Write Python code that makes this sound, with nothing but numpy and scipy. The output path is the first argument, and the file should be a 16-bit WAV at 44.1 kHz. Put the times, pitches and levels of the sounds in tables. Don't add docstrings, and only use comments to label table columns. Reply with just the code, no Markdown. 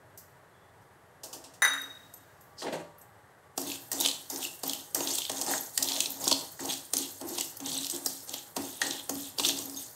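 import sys
import numpy as np
from scipy import signal
from scipy.fft import rfft, irfft, next_fast_len
from scipy.io import wavfile
from scipy.ndimage import uniform_filter1d

SR = 44100
rng = np.random.default_rng(int(sys.argv[2]) if len(sys.argv) > 2 else 0)


def magnitude_from_level(level_db):
    exponent = np.asarray(level_db, float) / 20
    return 10 ** exponent


def bounce(signal):
    frames = np.transpose(np.atleast_2d(signal))
    limited = np.clip(frames, -1, 1)
    pcm = np.round(limited * 32767).astype(np.int16)
    wavfile.write(sys.argv[1], SR, pcm)


N = 438794

# pitch_hz, level_db (per Hz)
FLAME = [(20, -35), (45, -25), (70, -8.5), (100, 3.5), (170, -2), (230, -11), (450, -4.5), (850, -6),
         (1350, -9), (1900, -9.5), (2600, -20.5), (5600, -32.5), (8200, -32.5), (11400, -30), (14000, -42)]
# pitch_hz, level_db (under the flame), t60_s
AIR_HOLLOWS = [(400, -17, .09), (620, -13.5, .12), (825, -13, .16), (1150, -17, .12), (1600, -21, .02),
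               (950, -19, .12), (8130, -35, .004), (11200, -37, .006)]
# pitch_hz, level_db, t60_s
STAND = [(160.5, -1.5, 0.36), (101, -1, 0.17), (71, -13, 0.12)]
# pitch_hz, level_db, t60_s
COUNTER = [(588, 7, 0.44), (946, -6.5, 1), (1160, -7, 0.96), (163.5, 3, 0.55)]
# start_s, length_s, rumble_db, hiss_db
SLIPS = [
    (2.604, .01, -53, -46),
    (2.666, 0.022, -30.5, -70),
    (2.732, 0.016, -28.5, -46.5),
    (2.792, 0.019, -42.5, -61),
]
# start_s, peak_db, thud_db (over the peak), tilt_db (dull to bright)
RATTLES = [(0.1742, -29, -30, 9.5), (0.815, -53, -7, 6), (1.2331, -19.5, -15, 2), (1.328, -20, -16.5, 1),
           (1.4387, -29, -17, -4), (1.5364, -35, -17, -1), (1.7814, -47, -15, 5), (1.816, -41, 2, 8),
           (2.135, -51, 5, 10), (2.4079, -53, -24, 24), (2.6195, -23.5, -1, -10), (2.724, -33.5, 1, -18.5),
           (2.9811, -51, -18, 24), (3.0126, -66, -13, 12)]
# start_s, level_db
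BOWL_HITS = [
    (1.6208, -14.5),
    (1.64966, -17),
    (1.697, -36),
    (1.735, -30),
]
# pitch_hz, level_db (per Hz)
BOWL_CRASH = [(150, -43), (450, -14), (800, -9.5), (1500, 2.5), (1950, 3.5), (2030, -2.5), (3700, -23),
              (9000, -31), (16000, -48.5)]
BOWL_HZ = [1350, 1519, 1593, 1636, 1786, 1830, 1917, 1974, 3720, 3766, 3745, 3776, 6035, 6087, 6104, 7048,
           8990, 9010, 10228, 12360, 12400, 13350, 13420, 14240, 15030]
# level_db, t60_s
BOWL_RING = [(-35, .3), (-20, 0.43), (7.5, 0.058), (-10, 0.2), (-4, .18), (-19, 0.13), (-22, 0.2),
             (2, 0.19), (-10.5, 0.36), (-12, 0.72), (-19, 0.77), (-13.5, 0.69), (-30, 0.34), (-10, 0.57),
             (-22, 0.39), (-13, 0.14), (-15, 0.22), (-12.5, 0.2), (-6, 0.11), (-26, 0.18), (-25, .22),
             (-21, .22), (-24, .22), (-28, 0.12), (-22, .1)]
# start_s, level_db
HANDLE_HITS = [
    (0.1745, -45),
    (2.137, -37),
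    (2.172, -50),
    (2.408, -50),
    (2.727, -45),
    (3.0126, -43),
]
# pitch_hz, level_db, t60_s
HANDLE = [(8123, -7, .05), (7300, -3, .012), (8800, -3, .012), (7967, -5, .04), (11550, -6, .06),
          (13070, -8, .06), (6400, -18, .1), (9600, -12, .02)]
# pitch_hz, level_db, t60_s
HUM = [(276, 1, 0.3), (324, -5, 0.15), (345, -3, 0.16), (415.2, -13.5, 0.3)]
# pitch_hz, level_db, t60_s
WALL = [(487, 14.5, 0.015), (653, 5, 0.068), (750, 10, 0.036), (906, 13.5, 0.017), (1090, 2, 0.037),
        (1230, -11.5, 0.11)]
# pitch_hz, level_db, t60_s
CLANK = [(1520, -14, 0.014), (1700, -4, 0.014), (1800, -5, 0.04), (1870, -2.5, 0.065), (1980, -8, .012)]
# start_s, level_db
CLANK_HITS = [(2.619, -28.5), (2.724, -37), (3.9166, -25), (4.956, -17), (5.004, -28), (5.296, -25),
              (5.4644, -37), (5.511, -16), (5.537, -13), (5.777, -14), (6.277, -42), (6.5934, -23),
              (6.9352, -20.5), (8.065, -33), (8.5647, -33), (8.8174, -6), (9.0943, -26)]
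# pitch_hz, level_db, t60_s
BLADE = [(3640, -5, 0.044), (6500, -3, 0.076), (8000, -18, 0.04), (8200, -34, 0.037), (12800, -7, .04)]
# start_s, peak_db, thud_db (over the peak), tilt_db (dull to bright)
TOUCHES = [(3.5769, -7, -13.5, 2.5), (3.9159, -6.5, -50, 3), (4.0073, -5, -20, 10), (4.2996, -15, -34, 6),
           (4.6336, -10.5, -12.5, 3), (4.9463, -3, -23, 6.5), (5.005, -19.5, 1, -14),
           (5.1836, -6.5, -27, 3), (5.2957, -9, -15, -6.5), (5.4122, -15, -17, 5), (5.7758, -5, -50, -5),
           (5.8275, -5, -43, 5), (6.0039, -13.5, -50, -14.5), (6.2404, -8.5, -33, 4), (6.2781, -15, -24, 4),
           (6.3145, -4, -10, -6), (6.5964, -33, -19, -14.5), (6.9347, -6.5, -17.5, 1), (7.212, -18, -13, 2),
           (7.3829, -9, -19, -6.5), (7.5692, -22.5, -41, 13), (7.662, -26, -9, -6), (7.8979, -19, -49, 1.5),
           (8.0617, -12, -16, 13), (8.3396, -18.5, -14, -2), (8.5648, -9, -10, -1),
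           (8.8153, -5.5, -36, -11), (9.0936, -8, -16, 5), (9.3841, -15, -19, -9), (9.396, -6, -15, -7.5),
           (3.9295, -28, -19, 5), (4.055, -27, 1, -4), (5.478, -24.5, -3.5, 1), (5.512, -35, -8, -7),
           (5.538, -26, -17, -12), (6.27, -12, -7.5, -2), (6.2835, -21, -34, 5), (7.602, -29.5, -10, -10)]
# start_s, length_s, hiss_db (grain), hum_db (pan), wall_db (pan)
STROKES = [(3.581, 0.11, -42, -36.5, -43), (3.921, 0.14, -36, -38, -38.5), (4.306, 0.097, -37, -42, -41),
           (4.638, 0.062, -37.5, -37.5, -41.5), (4.956, 0.11, -34.5, -36.5, -35.5),
           (5.297, 0.2, -40, -41, -38.5), (5.471, 0.045, -31.5, -35, -32), (5.782, 0.18, -48, -41, -40.5),
           (5.976, 0.39, -40.5, -44, -45), (6.21, 0.18, -38, -48, -40.5), (6.596, 0.089, -37, -35.5, -38.5),
           (6.935, 0.064, -36.5, -36, -42.5), (7.207, 0.082, -54, -39.5, -43.5),
           (7.28, 0.12, -38, -45.5, -43.5), (7.601, 0.2, -52, -36.5, -44), (7.925, 0.06, -44.5, -40, -43.5),
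           (8.057, 0.058, -39, -45, -50), (8.279, 0.047, -42.5, -48, -47.5),
           (8.564, 0.029, -41, -29.5, -36.5), (8.817, 0.074, -37, -36.5, -37),
           (9.091, 0.07, -44, -30.5, -44.5), (9.38, 0.16, -40, -36, -41.5), (9.573, 0.18, -46, -39.5, -49),
           (9.773, 0.033, -44, -59, -78)]
HUM_UPPER_DB = [-3, -4.5, 3.5, -7, 0.5, -2, -4, -1.5, -15, 0, -3, -2, 7.5, 1, -13, 0, -1, -2, -0.5, -3, -13,
                -0.5, -13, -3]
# full_s, hold_s, crunch_db, fine_db (hiss over the crunch)
HEAPS = [(3.675, 0.071, -36.5, -2.5), (4.046, 0.015, -25.5, -2), (4.426, 0.037, -36, 0.5),
         (4.69, 0.11, -39, -19), (5.075, 0.18, -33.5, 0), (5.378, 0.043, -54, 19), (5.513, 0.069, -39, 7),
         (5.757, 0.051, -59, 17.5), (5.888, 0.17, -33, -2), (6.268, 0.052, -36.5, 1),
         (6.714, 0.019, -31, -1.5), (7.001, 0.054, -34, -12), (7.37, 0.051, -38, -11),
         (7.69, 0.17, -34.5, 0.5), (7.908, 0.061, -50, 13), (8.096, 0.073, -47.5, -10),
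         (8.349, 0.029, -37.5, -25), (8.645, 0.15, -43.5, 0), (8.84, 0.16, -36, -13),
         (9.197, 0.095, -41.5, 0.5), (9.449, 0.047, -26, -3), (9.578, 0.041, -43.5, 6),
         (9.786, 0.043, -46, 1.5)]
# pitch_hz, level_db (per Hz)
GRAIN = [(2200, -5), (2700, 2.5), (3300, 12), (4500, 4), (5300, 0.5), (6500, 4), (8500, 3), (10000, -10.5),
         (12300, -6), (16000, -17.5)]
# start_s, peak_db, centre_hz
SNAPS = [(3.929, -24, 8400), (4.0012, -20, 8200), (4.051, -35, 6500), (4.0603, -14, 3660),
         (4.4281, -22, 2920), (4.091, -29, 4550), (4.695, -20, 4200), (4.733, -21, 8000),
         (5.073, -21, 3730), (3.615, -27, 7260), (5.3816, -28, 6100), (5.502, -29, 7000),
         (5.8863, -20.5, 4700), (5.919, -16, 3280), (7.831, -28, 5200), (6.058, -18.5, 4170),
         (6.104, -25.5, 13100), (7.862, -37, 6500), (6.326, -15, 4150), (6.708, -27.5, 4270),
         (6.968, -18, 5750), (4.075, -24, 6940), (7.3984, -28.5, 7050), (7.409, -17, 6270),
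         (7.7172, -23, 4130), (8.293, -27.5, 6500), (8.908, -19, 3700), (9.448, -17, 3300),
         (9.453, -19, 4250), (9.4871, -17.5, 6560)]
# start_s, peak_db, centre_hz
TICKS = [(3.7, -15.5, 3040), (3.717, -12.5, 2960), (4.0088, -22, 6440), (4.02, -14, 4230),
         (4.0853, -6.5, 4370), (4.1054, -27, 3170), (4.1126, -11, 3650), (4.3596, -13.5, 6540),
         (4.6743, -26, 4500), (4.7444, -29, 8260), (5.1126, -16, 8300), (5.1364, -18, 8060),
         (5.1418, -15, 7900), (5.1504, -14, 8630), (5.1542, -13, 6560), (5.2183, -12.5, 3310),
         (5.2508, -13, 3260), (5.2954, -34, 8160), (5.316, -15, 7300), (5.37, -16, 5510),
         (5.413, -12, 6200), (5.4193, -14, 6200), (5.4635, -16, 6550), (5.7763, -7, 8200),
         (5.825, -6, 5800), (5.8427, -14, 5510), (5.875, -27, 4030), (5.963, -12, 3020), (6.0042, -6, 6400),
         (6.2314, -28, 5600), (6.2778, -5, 5770), (6.284, -14, 7790), (6.301, -14, 4880),
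         (6.3124, -1.5, 4160), (6.4087, -20, 4460), (6.6556, -14.5, 6460), (6.9349, -8.5, 7500),
         (6.987, -12.5, 5880), (7.2709, -29, 7860), (7.3846, -31, 2710), (7.602, -23, 7800),
         (7.66, -18, 6550), (7.7009, -20, 3850), (7.845, -14, 3920), (7.867, -11, 4490),
         (7.8986, -13.5, 6900), (7.9107, -15, 8490), (7.949, -17, 5810), (7.9618, -16.5, 7640),
         (8.0486, -26, 8480), (8.0603, -8.5, 6800), (8.3393, -14, 3420), (8.621, -23, 4680),
         (8.9376, -27, 3420), (9.1534, -20, 6900), (9.436, -20, 3270), (9.566, -29, 7000),
         (9.5881, -15, 6940), (9.6964, -21, 7150), (9.762, -23, 8620)]
# start_s, peak_db, pitch_hz
CHIPS = [(1.781, -52, 12500), (1.816, -41, 13000), (1.817, -48, 8200), (1.649, -31, 4430),
         (3.717, -39, 7350), (4.009, -22.5, 3950), (4.035, -33, 6140), (4.059, -25, 10370),
         (4.0918, -25.5, 3980), (4.3005, -31.5, 7400), (4.45, -27, 2790), (4.679, -31, 13900),
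         (4.6947, -32, 9100), (4.732, -28, 2980), (5.005, -33, 6620), (5.183, -25, 3810),
         (5.608, -31.5, 13000), (5.874, -29, 3860), (5.932, -32, 5400), (6.117, -32, 13400),
         (6.255, -25, 5290), (6.325, -18, 3880), (6.345, -33, 3860), (6.706, -28, 3700), (6.968, -27, 9800),
         (6.98, -31, 12900), (7.408, -29, 2780), (7.57, -44, 11640), (7.727, -34, 10700),
         (7.744, -34, 8000), (7.751, -31, 6230), (7.776, -32, 7800), (7.785, -27.5, 4050),
         (7.831, -30, 3580), (7.867, -35, 12200), (7.914, -34, 8200), (8.07, -28, 4970),
         (8.339, -36, 13000), (9.095, -30, 6840), (9.385, -25, 4780), (9.403, -35, 12500),
         (9.437, -29, 3200), (9.503, -26, 3720), (9.508, -32, 13000), (9.656, -34, 12900),
         (9.745, -40, 4740)]
# pitch_hz, level_db
MIC = [(2000, -3.5), (2300, -7), (2900, -2.5), (8800, 4), (9250, -1.5), (10300, -2.5), (10900, 1.5),
       (15700, 4.5), (16000, -54), (17000, -42)]
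# pitch_hz, width_hz, left_share
PORT_LEAN = [(1880, 420, .27), (9850, 600, -.25)]

CRACK_EDGES_HZ = np.geomspace(2400, 16500, 10)
EDGES_DB = -6.5
FLAME_DB = -55.5
# rise, sag, fall (dB per s)
HISS_SHAPE, HUM_SHAPE, WALL_SHAPE = (1300, 18, 83), (1600, 5.9, 146), (2300, 20, 120)
HEAP_SHAPE, SLIP_SHAPE, LIFT_SHAPE = (350, 35, 450), (730, 33, 450), (1500, 30, 900)
HUM_LAG_S = 0.014


def rms_one(x):
    return x / np.sqrt(np.mean(x ** 2) + 1e-20)


def at_hz(points, hz):
    point_hz, point_db = np.transpose(points)
    return np.interp(np.log(hz), np.log(point_hz), point_db)


def coloured(spectrum):
    size = next_fast_len(N)
    hz = np.fft.rfftfreq(size, 1 / SR) + 1
    return rms_one(irfft(rfft(rng.standard_normal(size)) * magnitude_from_level(at_hz(spectrum, hz)), size)[:N])


def drift(rate_hz):
    r = np.exp(-2 * np.pi * rate_hz * 40 / SR)
    slow = signal.lfilter([1], [1, -2 * r, r * r], rng.standard_normal(N // 40 + 2002))[2000:]
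    return np.interp(np.arange(N) / 40, np.arange(len(slow)), rms_one(slow))


def band(x, low_hz, high_hz):
    return signal.sosfilt(signal.butter(2, [low_hz, high_hz], "band", fs=SR, output="sos"), x)


def above(x, hz, order=4):
    return signal.sosfilt(signal.butter(order, hz, "high", fs=SR, output="sos"), x)


def ring(x, hz, t60):
    r, w = magnitude_from_level(-60 / (t60 * SR)), 2 * np.pi * hz / SR
    return signal.lfilter([0, np.sin(w)], [1, -2 * r * np.cos(w), r * r], x + 1e-18)


def clicks(seconds, db):
    out = np.zeros(N)
    out[np.round(np.asarray(seconds) * SR).astype(int)] = magnitude_from_level(db)
    return out


def burst(seconds, db, t60, rise_s=0.0017):
    swell, fall = np.exp(-1 / (rise_s * SR)), magnitude_from_level(-60 / (t60 * SR))
    return signal.lfilter([1 - swell], [1, -swell - fall, swell * fall], clicks(seconds, db) + 1e-18)


def pressed(start_s, length_s, db, shape):
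    rise, sag, fall = shape
    late = np.arange(0, N + 64, 64) / SR - np.asarray(start_s)[:, None]
    held = np.asarray(length_s)[:, None]
    each_db = np.asarray(db)[:, None] + rise * np.minimum(late, 0)
    each_db = each_db - sag * np.clip(late, 0, held) - fall * np.maximum(late - held, 0)
    total_db = 10 * np.log10(np.sum(magnitude_from_level(2 * each_db), axis=0) + 1e-15)
    return np.interp(np.arange(N) / 64, np.arange(len(total_db)), total_db)


def struck(seconds, db, modes, uneven_db):
    chance = rng.standard_normal((len(seconds), len(modes)))
    out = 0
    for k, (hz, level_db, t60) in enumerate(modes):
        out = out + ring(clicks(seconds, db + level_db + uneven_db * chance[:, k]), hz, t60)
    return out


def knocked(seconds, db, modes, push_t60):
    push = rng.standard_normal(N) * burst(seconds, db, push_t60)
    return sum(magnitude_from_level(level_db) * ring(push, hz, t60) for hz, level_db, t60 in modes)


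def rubbed(modes, rough_db):
    push = rng.standard_normal(N) * magnitude_from_level(rough_db * drift(37))
    return rms_one(sum(magnitude_from_level(db) * ring(push, hz, t60) * (-1) ** k for k, (hz, db, t60) in enumerate(modes)))


def evened(x, share):
    return rms_one(x / (uniform_filter1d(x ** 2, size=1400) + 0.022) ** (share / 2))


def bright_bands():
    white = rng.standard_normal((2, N))
    return [rms_one(band(white[k % 2], *CRACK_EDGES_HZ[k:k + 2])) for k in range(9)]


def contacts(rows, bright, crack_t60, rise_s, tail_t60, tail_db, push_t60, thud_gain_db):
    s, peak_db, thud_db, tilt_db = np.transpose(rows)
    dull_db, middle_db, bright_db = EDGES_DB - tilt_db, 0 * s - 2.5, EDGES_DB + tilt_db
    colour_db = np.array([dull_db] * 3 + [middle_db] * 4 + [bright_db, bright_db - 5.5])
    db = peak_db + colour_db + 0.39 * rng.standard_normal((len(s), 9)).T
    crack = 0
    for noise, d in zip(bright, db):
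        crack = crack + noise * (burst(s, d - 5, crack_t60, rise_s) + burst(s, d + tail_db, tail_t60))
    thud = knocked(s, peak_db + thud_db + thud_gain_db, HUM + WALL, push_t60)
    return crack + above(band(thud, 83, 1600), 277)


def flame():
    return magnitude_from_level(FLAME_DB + 0.48 * drift(19)) * coloured(FLAME)


def room_air():
    white = rng.standard_normal(N)
    whistle = magnitude_from_level(pressed([0.55], [0.15], [-74], HEAP_SHAPE)) * rms_one(ring(white, 3400, 0.033))
    air = 0
    for hz, db, t60 in AIR_HOLLOWS:
        air = air + magnitude_from_level(FLAME_DB + db + 4.5 * drift(2.1)) * rms_one(ring(white, hz, t60))
    return whistle + air


def stand():
    s, length, _, hum_db, _ = np.transpose(STROKES)
    rubbing = magnitude_from_level(pressed(s + HUM_LAG_S, length, hum_db, HUM_SHAPE) - 20.5) * rubbed(STAND, rough_db=-3.5)
    shift = above(knocked([6.19], -73, STAND, push_t60=0.94), 74)
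    answer = above(knocked([1.64], -80, HUM[:1], push_t60=1.2), 200)
    return rubbing + shift + answer


def steelware(bright):
    s, db = np.transpose(BOWL_HITS)
    modes = [(hz, *rest) for hz, rest in zip(BOWL_HZ, BOWL_RING)]
    bowl = 0
    for k in range(3):
        bowl = bowl + struck(s, db - 5, modes[k::3], uneven_db=1.0) * magnitude_from_level(4.5 * drift(35) - 2.5)
    crash = coloured(BOWL_CRASH) * (burst(s, db - 7.5, 0.15, rise_s=0.0004) + burst(s, db - 24, 0.75))
    shimmer = sum(bright) * burst(s[:1], -68.5, 3.3)
    touched, touch_db = np.transpose(HANDLE_HITS)
    handle = knocked(touched, touch_db - 21, HANDLE, push_t60=0.02)
    rattles = contacts(RATTLES, bright, 0.01, 0.018, 0.29, tail_db=-35.5, push_t60=0.46, thud_gain_db=-45.0)
    return band(bowl, 1100, 17000) + crash + shimmer + handle + rattles


def drag():
    friction = rng.standard_normal(N) * magnitude_from_level(2.3 * drift(80))
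    edges_hz = [(230, 760), (900, 2270), (2600, 8000), (4300, 5400)]
    s, length, rumble_db, hiss_db = np.transpose(SLIPS)
    levels = [pressed(s, length, db, SLIP_SHAPE) for db in (rumble_db, rumble_db - 8.5, hiss_db)]
    levels.append(pressed([2.588], [0.035], [-48], LIFT_SHAPE))
    return sum(magnitude_from_level(db) * rms_one(band(friction, *e)) for db, e in zip(levels, edges_hz))


def counter_knock():
    return knocked([2.726], -62, COUNTER, push_t60=0.06)


def chips():
    out, t = np.zeros(N + SR), np.arange(SR // 20) / SR
    shape = (1 - np.exp(-t / 0.001)) * magnitude_from_level(-60 * t / 0.018)
    chance = rng.standard_normal((len(CHIPS), 2, 4, 1))
    for (s, db, hz), (off, turn) in zip(CHIPS, chance):
        tones = np.sin(2 * np.pi * ((hz + 280 * off) * t + turn)).sum(axis=0)
        out[int(s * SR):][:len(t)] += magnitude_from_level(db + 2.0) * shape * tones
    return out[:N]


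def snaps(bright, grain_db):
    when, pitch, size = rng.random((220, 3)).T
    stray_s = when * (N - 1) / SR
    stray_db = grain_db[(stray_s * SR).astype(int)] - 5 - 3.5 * np.log(size + 0.056)
    stray = [stray_s, stray_db, 3200 * 3.0 ** pitch]
    ticks = np.transpose(TICKS) + [[0], [-11], [0]]
    s, peak_db, hz = np.hstack([np.transpose(SNAPS), ticks, stray])
    octaves_off = np.abs(np.log2(CRACK_EDGES_HZ[:-1, None] * 1.116 / hz))
    uneven = np.clip([b[(s * SR / 2).astype(int)] for b in bright], -2, 1.5)
    db = peak_db + 0.5 - 11 * octaves_off + 2.2 * uneven
    return sum(b * burst(s, d, 0.0071, rise_s=0.0013) for b, d in zip(bright, db))


def clanks():
    s, db = np.transpose(CLANK_HITS)
    return band(struck(s, db - 15.5, CLANK, uneven_db=6.0), 1090, 2460)


def pan_body():
    s, length, _, hum_db, wall_db = np.transpose(STROKES)
    upper_db = pressed(s + HUM_LAG_S, length, hum_db + HUM_UPPER_DB, HUM_SHAPE)
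    hum_db = pressed(s + HUM_LAG_S, length, hum_db, HUM_SHAPE)
    wall_db = pressed(s, length, wall_db, WALL_SHAPE)
    between = magnitude_from_level(wall_db - 9.5) * rms_one(band(rng.standard_normal(N), 570, 2340))
    low = magnitude_from_level(hum_db - 4.5) * evened(rubbed(HUM[:1], rough_db=-0.5), share=0.7)
    upper = magnitude_from_level(upper_db - 4.5) * above(rubbed(HUM[1:], rough_db=5.0), 262)
    wall = magnitude_from_level(wall_db - 2.0) * rubbed(WALL, rough_db=3.0)
    return between + low + upper + wall


def grains(low_hz, high_hz, per_s, count, patchy_db):
    sizes = magnitude_from_level(2.94 * np.minimum(rng.exponential(1, N), 5)) * rng.choice([-1, 1], N)
    born = sizes * (rng.random(N) < per_s / SR) * magnitude_from_level(2.5 * drift(45))
    dealt, out = rng.integers(0, count, N), 0
    for k, hz in enumerate(np.geomspace(low_hz, high_hz, count)):
        level = magnitude_from_level(at_hz(GRAIN, hz) + patchy_db * drift(23.0)) * hz
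        out = out + level * ring(born * (dealt == k), hz, 28 / hz)
    return rms_one(out)


def stirring(bright):
    s, length, hiss_db, _, _ = np.transpose(STROKES)
    full_s, hold_s, crunch_db, fine_db = np.transpose(HEAPS)
    coarse_db = pressed(full_s, hold_s, crunch_db, HEAP_SHAPE)
    fine_db = pressed(full_s, hold_s, crunch_db + fine_db, HEAP_SHAPE)
    stroke_db = pressed(s, length, hiss_db, HISS_SHAPE)
    hiss_db = 10 * np.log10(magnitude_from_level(2 * stroke_db) + magnitude_from_level(2 * fine_db))
    dust_db = -47.5 + 0.59 * (hiss_db + 39.0) + np.minimum(hiss_db + 61, 0)
    hiss = magnitude_from_level(hiss_db - 7) * grains(4390, 10000, 8000, count=9, patchy_db=4.0)
    crunch = magnitude_from_level(coarse_db - 5) * grains(2290, 4310, 4000, count=8, patchy_db=3.5)
    dust = magnitude_from_level(dust_db) * grains(9270, 16500, 11000, count=6, patchy_db=3.0)
    singing = magnitude_from_level(hiss_db - 18 + 4 * drift(7.4)) * rubbed(BLADE, rough_db=5.0)
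    blows = contacts(TOUCHES, bright, 0.0041, 0.0045, 0.046, tail_db=-52.5, push_t60=0.019, thud_gain_db=-33.0)
    return hiss + crunch + dust + pan_body() + singing + blows + clanks() + snaps(bright, coarse_db)


def kitchen(x):
    t = np.arange(SR // 2) / SR
    tail = rng.standard_normal(len(t)) * magnitude_from_level(-60 * t / 0.42) * (t > 0.006)
    return signal.fftconvolve(x, magnitude_from_level(-7) * above(tail, 350) / np.linalg.norm(tail))[:N]


def scene():
    bright = bright_bands()
    near = steelware(bright) + drag() + counter_knock() + chips() + stirring(bright)
    near = above(near + kitchen(near), 130, order=3)
    return np.tile(flame() + room_air() + stand() + near, (2, 1))


def roll_off(x):
    return signal.sosfilt(signal.butter(12, 16980, fs=SR, output="sos"), x)


def record(dry):
    size = next_fast_len(N)
    hz = np.fft.rfftfreq(size, 1 / SR) + 1
    mid = rfft(dry[0], size) * magnitude_from_level(at_hz(MIC, hz))
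    lean = 0
    for top, width, share in PORT_LEAN:
        off = (hz - top) / width
        lean = lean + share / (1 + 2j * off) / (1 + (off / 1.6) ** 6)
    mix = irfft(mid * (1 + lean * [[1], [-1]]), size)[:, :N]
    return roll_off(mix)


dry = scene()
out = record(dry)
bounce(out)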